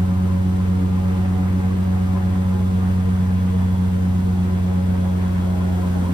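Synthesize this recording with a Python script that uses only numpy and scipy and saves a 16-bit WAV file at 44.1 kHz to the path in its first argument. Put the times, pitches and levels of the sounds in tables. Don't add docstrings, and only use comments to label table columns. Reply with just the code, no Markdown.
import sys
import numpy as np
from scipy import signal
from scipy.fft import rfft, irfft, next_fast_len
from scipy.io import wavfile

SR = 44100
rng = np.random.default_rng(int(sys.argv[2]) if len(sys.argv) > 2 else 0)


def to_wav(s):
    ch = np.atleast_2d(s).T
    pcm = np.round(np.clip(ch, -1, 1) * 32767)
    wavfile.write(sys.argv[1], SR, pcm.astype(np.int16))


N = 270333

# (multiple of the blade rate, left lead [rad], left level [dB], right level [dB])
DRONE_PARTIALS = [(1, -.26, -21.6, -20.2), (2, -.09, -21.9, -22.3)]


def drone(blade):
    out = np.zeros((2, N))
    for multiple, lead, *ears_db in DRONE_PARTIALS:
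        arriving = multiple * blade + np.array([[lead], [0]]) / (2 * np.pi)
        flutter = from_db(0.5 * drift(13.0))
        out -= from_db(ears_db)[:, None] * tone(arriving) * flutter
    return out


# (multiple of the blade rate, left lead [rad], then left level [dB], right level [dB] for each place)
BUZZ_PARTIALS = [(3, -0.2, -44.5, -41.3, -44, -45.5, -44, -46),
                 (4, -1.5, -46.5, -42.2, -46, -42.5, -47.5, -43.5),
                 (5, 2.1, -43.7, -42.2, -40, -45.5, -42.5, -45),
                 (6, -2.3, -42, -46.5, -48, -51.5, -42, -50),
                 (7, 2.1, -53.5, -54, -49.5, -52, -44.5, -47.5),
                 (8, -1.4, -47, -45.7, -48.5, -48.5, -45.5, -50),
                 (9, -1.1, -47.5, -48.5, -52.5, -49.5, -47.5, -50),
                 (10, -1.8, -53.5, -51, -51, -48.5, -49, -50.5),
                 (11, -0.7, -49.5, -52, -54.5, -51, -52, -53.5),
                 (12, -2.2, -54.5, -52.5, -60.5, -53, -57.5, -53),
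                 (13, -2.1, -52, -50.5, -54, -53, -59, -57.5), (14, 2.5, -52, -55, -55, -60, -54.5, -58),
                 (15, 3.0, -55.5, -56.5, -57.5, -59, -54.5, -54.5),
                 (16, 2.5, -63, -59.5, -57, -58, -55, -54.5), (17, 2.1, -56, -57, -57.5, -57.5, -56, -57.5),
                 (18, 2.5, -62, -62, -64, -64, -59, -59), (19, -3.1, -63, -60.5, -61.5, -59.5, -63, -62.5),
                 (20, -2.4, -61.5, -60.5, -60.5, -61, -62, -61.5),
                 (22, 3.1, -62, -62.5, -60.5, -62, -69.5, -69), (23, 3.0, -66, -66, -66, -66, -62, -62)]
BUZZ_DB = -0.73


def blade_buzz(blade, place, surging_db):
    steady_share, loss_per_order = .92, .055
    swell_db, swell_hz = 0.6, 8
    width_hz, widen_hz = 4.7, 0.4
    bent = blade + .009 * drift(8)
    out = np.zeros((2, N))
    for row in BUZZ_PARTIALS:
        multiple = row[0]
        gain = from_db(BUZZ_DB + surging_db + swell_db * drift(swell_hz))
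        steady = steady_share - loss_per_order * multiple
        flutter_hz = width_hz + widen_hz * multiple
        out += partial(row, bent + rng.random(), place, steady, flutter_hz, gain, flares(multiple))
    return out


# (time [s], multiple of the blade rate, level before FLARE_DB [dB], peak to a third [s])
EDDY_FLARES = [(0.313, 11, -41, .007), (0.366, 11, -43, .012), (0.47, 3, -37, .025), (0.604, 11, -41, .011),
               (0.659, 19, -46, .008), (0.755, 15, -43, .007), (0.83, 3, -30.5, .028),
               (0.981, 11, -38, .007), (1.395, 8, -41, .015), (1.41, 3, -32, .025), (1.432, 19, -45, .009),
               (1.59, 3, -35, .025), (1.652, 19, -45, .008), (2.165, 11, -39.5, .016), (2.36, 3, -34, .025),
               (2.823, 12, -42, .008), (2.89, 14, -48, .02), (3.00, 8, -44, .025), (3.08, 5, -41, .025),
               (3.313, 17, -44, .007), (3.55, 5, -36, .025), (3.632, 10, -40, .007), (3.75, 10, -45, .02),
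               (3.95, 5, -41, .025), (4.27, 5, -41, .025), (4.52, 4, -39, .025), (4.82, 6, -43, .025),
               (5.01, 6, -41, .025), (5.06, 9, -42, .02), (5.251, 15, -44, .018), (5.538, 10, -41, .012),
               (5.613, 11, -36.5, .008), (5.648, 16, -42, .013), (5.692, 12, -42, .007),
               (5.745, 8, -43, .015), (5.799, 8, -41, .024), (5.80, 4, -38, .025), (5.84, 11, -39, .02),
               (5.96, 7, -35.5, .011), (5.972, 9, -39, .012), (5.97, 3, -34, .025), (6.049, 10, -39, .01),
               (6.076, 11, -39, .022), (6.11, 3, -33, .025)]
FLARE_DB = 0.5


def flares(multiple):
    return sum(from_db(db + FLARE_DB) * bump(s, width_s)
               for s, order, db, width_s in EDDY_FLARES if order == multiple)


# (multiple of the four-stroke cycle rate, left lead [rad], then left level [dB], right level [dB] for each place)
EXHAUST_PARTIALS = [(2, -0.3, -39.0, -38.5, -38.5, -38.0, -38.0, -38.0),
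                    (3, -0.4, -36.5, -36.0, -36.0, -35.5, -44.0, -44.5),
                    (4, -0.1, -58.0, -58.0, -52.0, -56.5, -51.0, -54.0),
                    (5, -0.3, -34.5, -35.5, -35.0, -35.5, -37.5, -38.0),
                    (6, -0.3, -55.5, -55.5, -47.0, -48.5, -50.0, -55.5),
                    (7, -0.2, -50.5, -56.5, -42.5, -46.0, -43.0, -47.0),
                    (8, -0.7, -44.5, -48.5, -46.5, -59.5, -51.5, -53.0),
                    (9, -1.8, -50.5, -50.0, -55.5, -50.5, -56.5, -48.5),
                    (10, -2.9, -46.5, -43.0, -46.0, -44.0, -44.5, -56.5),
                    (11, -1.1, -47.0, -51.0, -52.0, -56.0, -48.5, -53.0),
                    (15, -0.2, -58.5, -54.5, -55.5, -59.0, -54.0, -57.0),
                    (16, 0.1, -52.0, -53.5, -54.0, -59.0, -53.0, -59.5),
                    (19, -0.7, -61.0, -58.5, -60.5, -56.5, -57.5, -55.0),
                    (28, -0.6, -61.0, -62.0, -63.5, -63.5, -63.0, -60.5),
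                    (30, -1.7, -65.0, -63.0, -59.5, -59.0, -63.0, -62.0)]


def exhaust(cycle, place):
    ragged_order, width_hz = 16, 6
    return sum(partial(row, cycle, place, 1 - (row[0] / ragged_order) ** 2, width_hz)
               for row in EXHAUST_PARTIALS)


# (time [s], level before WHINE_DB [dB])
WHINE_LEVEL = [(0.25, -69), (0.8, -64), (1.3, -68), (2.2, -63), (2.7, -58), (3.0, -61), (3.25, -56),
               (3.8, -59), (4.05, -69), (4.35, -59), (5.0, -57.5), (5.95, -59), (6.12, -53)]
WHINE_DB = -3


def gear_whine(cycle):
    meshes_per_cycle = 96
    flutter_db, flutter_hz = 2.6, 11
    bend_turns, bend_hz = .11, 8
    whine_db, = in_time(WHINE_LEVEL)
    ears = []
    for _ in range(2):
        turns = meshes_per_cycle * cycle + rng.random() + bend_turns * drift(bend_hz)
        ears.append(tone(turns) * from_db(flutter_db * drift(flutter_hz)))
    return from_db(WHINE_DB + whine_db) * np.array(ears)


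# (time [s], rise [dB])
ROAR_SURGES = [(0.33, 3), (0.64, 2.5), (1.25, 2), (1.47, 3), (1.93, 1), (2.16, 2), (2.33, 2), (2.86, 7),
               (3.0, 2), (3.17, 2.5), (3.68, 4), (5.05, 3), (5.25, 4), (5.83, 1), (6.06, 0.5)]
# (time [s], level before UPPER_DB and surges [dB])
UPPER_ROAR_LEVEL = [(0.0, 1), (0.3, -0.5), (0.9, 0.8), (1.4, 3.2), (1.8, 1.0), (2.22, 3.2), (2.55, -0.8),
                    (3.05, 0.8), (3.3, 2), (3.58, 0.5), (4.1, -0.6), (4.65, 1.5), (5.4, 0.8), (5.7, 1.5),
                    (6.1, 2.5)]
SURGE_S = 0.05
UPPER_DB, UPPER_SURGE_SHARE = -0.9, 0.46


def prop_wash(blade, roar_db, surging_db):
    low_turn, high_turn = 0.2, 0.46
    low_depth, high_depth, uneven_db = .13, .33, 3
    eddy_db, eddy_hz = 1.0, 16
    edges_hz = [230, 400, 620, 1200, 1650, 2300]
    upper_db, = in_time(UPPER_ROAR_LEVEL)
    eddies = [rush(low_hz, high_hz) * from_db(eddy_db * drift(eddy_hz))
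              for low_hz, high_hz in zip(edges_hz, edges_hz[1:])]
    rasp = rush(950, 1090) * from_db(surging_db + 2 * eddy_db * drift(eddy_hz))
    swell_db = sum(db * bump(s, SURGE_S) for s, db in ROAR_SURGES)
    low = (eddies[0] + eddies[1]) * from_db(roar_db)
    throat = (eddies[2] + rasp) * from_db(surging_db + swell_db)
    upper = (eddies[3] + eddies[4]) * from_db(UPPER_DB + upper_db + UPPER_SURGE_SHARE * swell_db)
    out = low * strokes(blade, low_turn, low_depth, uneven_db)
    for part in (throat, upper):
        out += part * strokes(blade, high_turn, high_depth, uneven_db)
    return out


# (time [s], level [dB])
GRASS_HISS = [(0.3, -0.9), (1.7, -0.5), (5.0, -0.6), (5.7, 0.5), (5.85, 1.5)]


def spray(blade, spray_db):
    grass_db, = in_time(GRASS_HISS)
    pulse = 1 + .04 * np.cos(2 * np.pi * (blade - .5))
    patter = from_db(.45 * drift(60))
    rasp = rush(2300, 2900) * from_db(1.5 * drift(11)) + rush(2900, 5000)
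    hiss = rush(5000, 17000) * from_db(grass_db)
    return (rasp * from_db(spray_db) + hiss) * pulse * patter


def wind(gust_db):
    return rush(20, 72) * from_db(gust_db) + rush(52, 240) * from_db(-1.0 * drift(8.3))


# (frequency [Hz], density [dB per Hz])
RUSH_SPECTRUM = [(20, -69.5), (35, -61.8), (60, -58), (130, -59.6), (220, -58.9), (330, -67), (420, -71.6),
                 (520, -71), (690, -74.2), (780, -72), (880, -75), (1000, -70.8), (1160, -76.5),
                 (1400, -76.2), (1700, -78), (1900, -77.2), (2150, -78.6), (2400, -81), (2700, -81.8),
                 (5000, -89.6), (6300, -89.2), (14000, -93.4)]
# (frequency [Hz], likeness [0-1])
EAR_LIKENESS = [(60, .88), (210, .85), (300, .25), (700, .15), (1800, .4), (4000, .18), (7000, .5),
                (9000, .76), (14000, .84)]
# (frequency [Hz], difference [dB])
LEFT_EXCESS = [(100, 0), (1000, 0), (2200, 1.6), (4000, 1.2), (8000, -.7), (13000, 0)]
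LEFT_LAG_S = 0.0002202


def rush(low_hz, high_hz):
    size = next_fast_len(N)
    hz = np.arange(size // 2 + 1) * SR / size
    shared, *diffuse = rfft(rng.standard_normal((3, size)))
    direct = np.array([shared * np.exp(-2j * np.pi * hz * LEFT_LAG_S), shared])
    alike = np.clip(at_hz(EAR_LIKENESS, hz), 0, 1)
    field = np.sqrt(alike) * direct + np.sqrt(1 - alike) * np.array(diffuse)
    field = field * from_db(at_hz(LEFT_EXCESS, hz) / 2 * [[1], [-1]])
    below_high = 1 / (1 + (hz / high_hz) ** 8)
    below_low = 1 / (1 + (hz / low_hz) ** 8)
    band = np.sqrt(np.abs(below_high - below_low))
    spectrum = field * band * from_db(at_hz(RUSH_SPECTRUM, hz))
    return irfft(spectrum, size)[:, :N] * np.sqrt(SR / 2)


def partial(row, turns, place, steady, width_hz, gain=1, flare=0):
    multiple, lead, *levels_db = row
    steady = np.clip(steady, 0, 1)
    shared = .3
    common = np.sqrt(shared) * np.array([drift(width_hz), drift(width_hz)])
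    slide = .11 * multiple * drift(22)
    ears = []
    for ear_lead, places_db in zip((lead, 0), np.reshape(levels_db, (-1, 2)).T):
        level = gain * np.interp(place, range(len(places_db)), from_db(places_db))
        angle = (2 * np.pi * (multiple * turns % 1) + ear_lead).astype(np.float32)
        own = np.sqrt(1 - shared) * np.array([drift(width_hz), drift(width_hz)])
        along, across = np.sqrt(1 - steady) * (common + own)
        held = level * ((np.sqrt(2 * steady) + along) * np.sin(angle) + across * np.cos(angle))
        ears.append(held + np.sqrt(2) * flare * np.sin(angle + slide))
    return np.array(ears)


def strokes(blade, peak_turn, depth, uneven_db):
    turns = blade - peak_turn + 1.5
    strengths = from_db(uneven_db * np.clip(rng.standard_normal(N // 100), -2, 2))
    strength = strengths[turns.astype(int)]
    swell = 1 - depth + 2 * depth * strength * np.sin(np.pi * turns) ** 2
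    return swell / np.sqrt(np.mean(swell ** 2))


def bump(s, width_s):
    return np.exp(-np.minimum(((np.arange(N) / SR - s) / width_s) ** 2, 20))


def tone(turns):
    return np.sqrt(2) * np.sin(2 * np.pi * turns)


def drift(rate_hz):
    step, run_in = 40, 2000
    r = np.exp(-2 * np.pi * step * rate_hz / SR)
    noise = rng.standard_normal(N // step + run_in + 2)
    slow = signal.lfilter([1], [1, -2 * r, r * r], noise)[run_in:]
    slow = slow / slow.std()
    fraction = np.arange(step) / step
    return (slow[:-1, None] + np.diff(slow)[:, None] * fraction).ravel()[:N]


def from_db(db):
    return 10 ** (np.asarray(db) / 20)


def in_time(rows):
    s, *columns = np.transpose(rows)
    return [np.interp(np.arange(N) / SR, s, c) for c in columns]


def at_hz(points, hz):
    knots, values = np.transpose(points)
    return np.interp(np.log(hz + 1e-3), np.log(knots), values)


# (time [s], blade passes per second [Hz])
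BLADE_RATE = [(0.0, 92.18), (0.5, 92.52), (1.0, 92.67), (1.5, 93.02), (2.0, 92.97), (2.5, 92.86),
              (3.0, 92.75), (3.5, 92.46), (4.0, 92.31), (4.5, 91.84), (5.0, 91.81), (5.5, 91.29),
              (6.13, 90.26)]
# (time [s], place [0, 1 or 2])
MICROPHONE_PLACE = [(2.3, 0), (3.2, 1), (4.35, 1), (4.9, 2)]
# (time [s], level [dB])
INFLOW_TURBULENCE = [(0.05, -36), (1.28, -34.5), (3.81, -35.5), (6.1, -33)]
BLADE_COUNT, GEAR_RATIO = 3, 55 / 24
BLADE_START, ENGINE_START = .785, .615
ROAR_DB, WASH_DB, SPRAY_DB, GUST_DB = 3.5, 0.9, 0.75, -1.5
ROAR_FOLLOWS, WASH_FOLLOWS, SPRAY_FOLLOWS, GUST_FOLLOWS, DRONE_FOLLOWS = 3.1, 0.51, 0.46, 1.7, -0.7
ROAR_SHELTER_DB = 1
SURGE_DB, SURGE_HZ = 0.52, 12


def scene():
    blade_hz, = in_time(BLADE_RATE)
    place, = in_time(MICROPHONE_PLACE)
    turbulence_db, = in_time(INFLOW_TURBULENCE)
    turbulence_db = turbulence_db - turbulence_db.mean()

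    surging_db = WASH_DB + WASH_FOLLOWS * turbulence_db + SURGE_DB * drift(SURGE_HZ)
    roar_db = ROAR_DB + ROAR_FOLLOWS * turbulence_db - ROAR_SHELTER_DB * np.minimum(place, 1)
    spray_db = SPRAY_DB + SPRAY_FOLLOWS * turbulence_db
    gust_db = GUST_DB + GUST_FOLLOWS * turbulence_db

    passes = np.cumsum(blade_hz) / SR
    blade = passes + BLADE_START
    cycle = passes / BLADE_COUNT * GEAR_RATIO / 2 + ENGINE_START

    propeller = from_db(DRONE_FOLLOWS * turbulence_db) * drone(blade) + blade_buzz(blade, place, surging_db)
    engine = exhaust(cycle, place) + gear_whine(cycle)
    air = prop_wash(blade, roar_db, surging_db) + wind(gust_db)
    return propeller + engine + air + spray(blade, spray_db)


CUTOFF_HZ = 15200


def record(dry):
    dry = signal.sosfilt(signal.butter(2, 13, "high", fs=SR, output="sos"), dry)
    return signal.sosfiltfilt(signal.ellip(10, .05, 60, CUTOFF_HZ, fs=SR, output="sos"), dry)


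dry = scene()
out = record(dry)
to_wav(out)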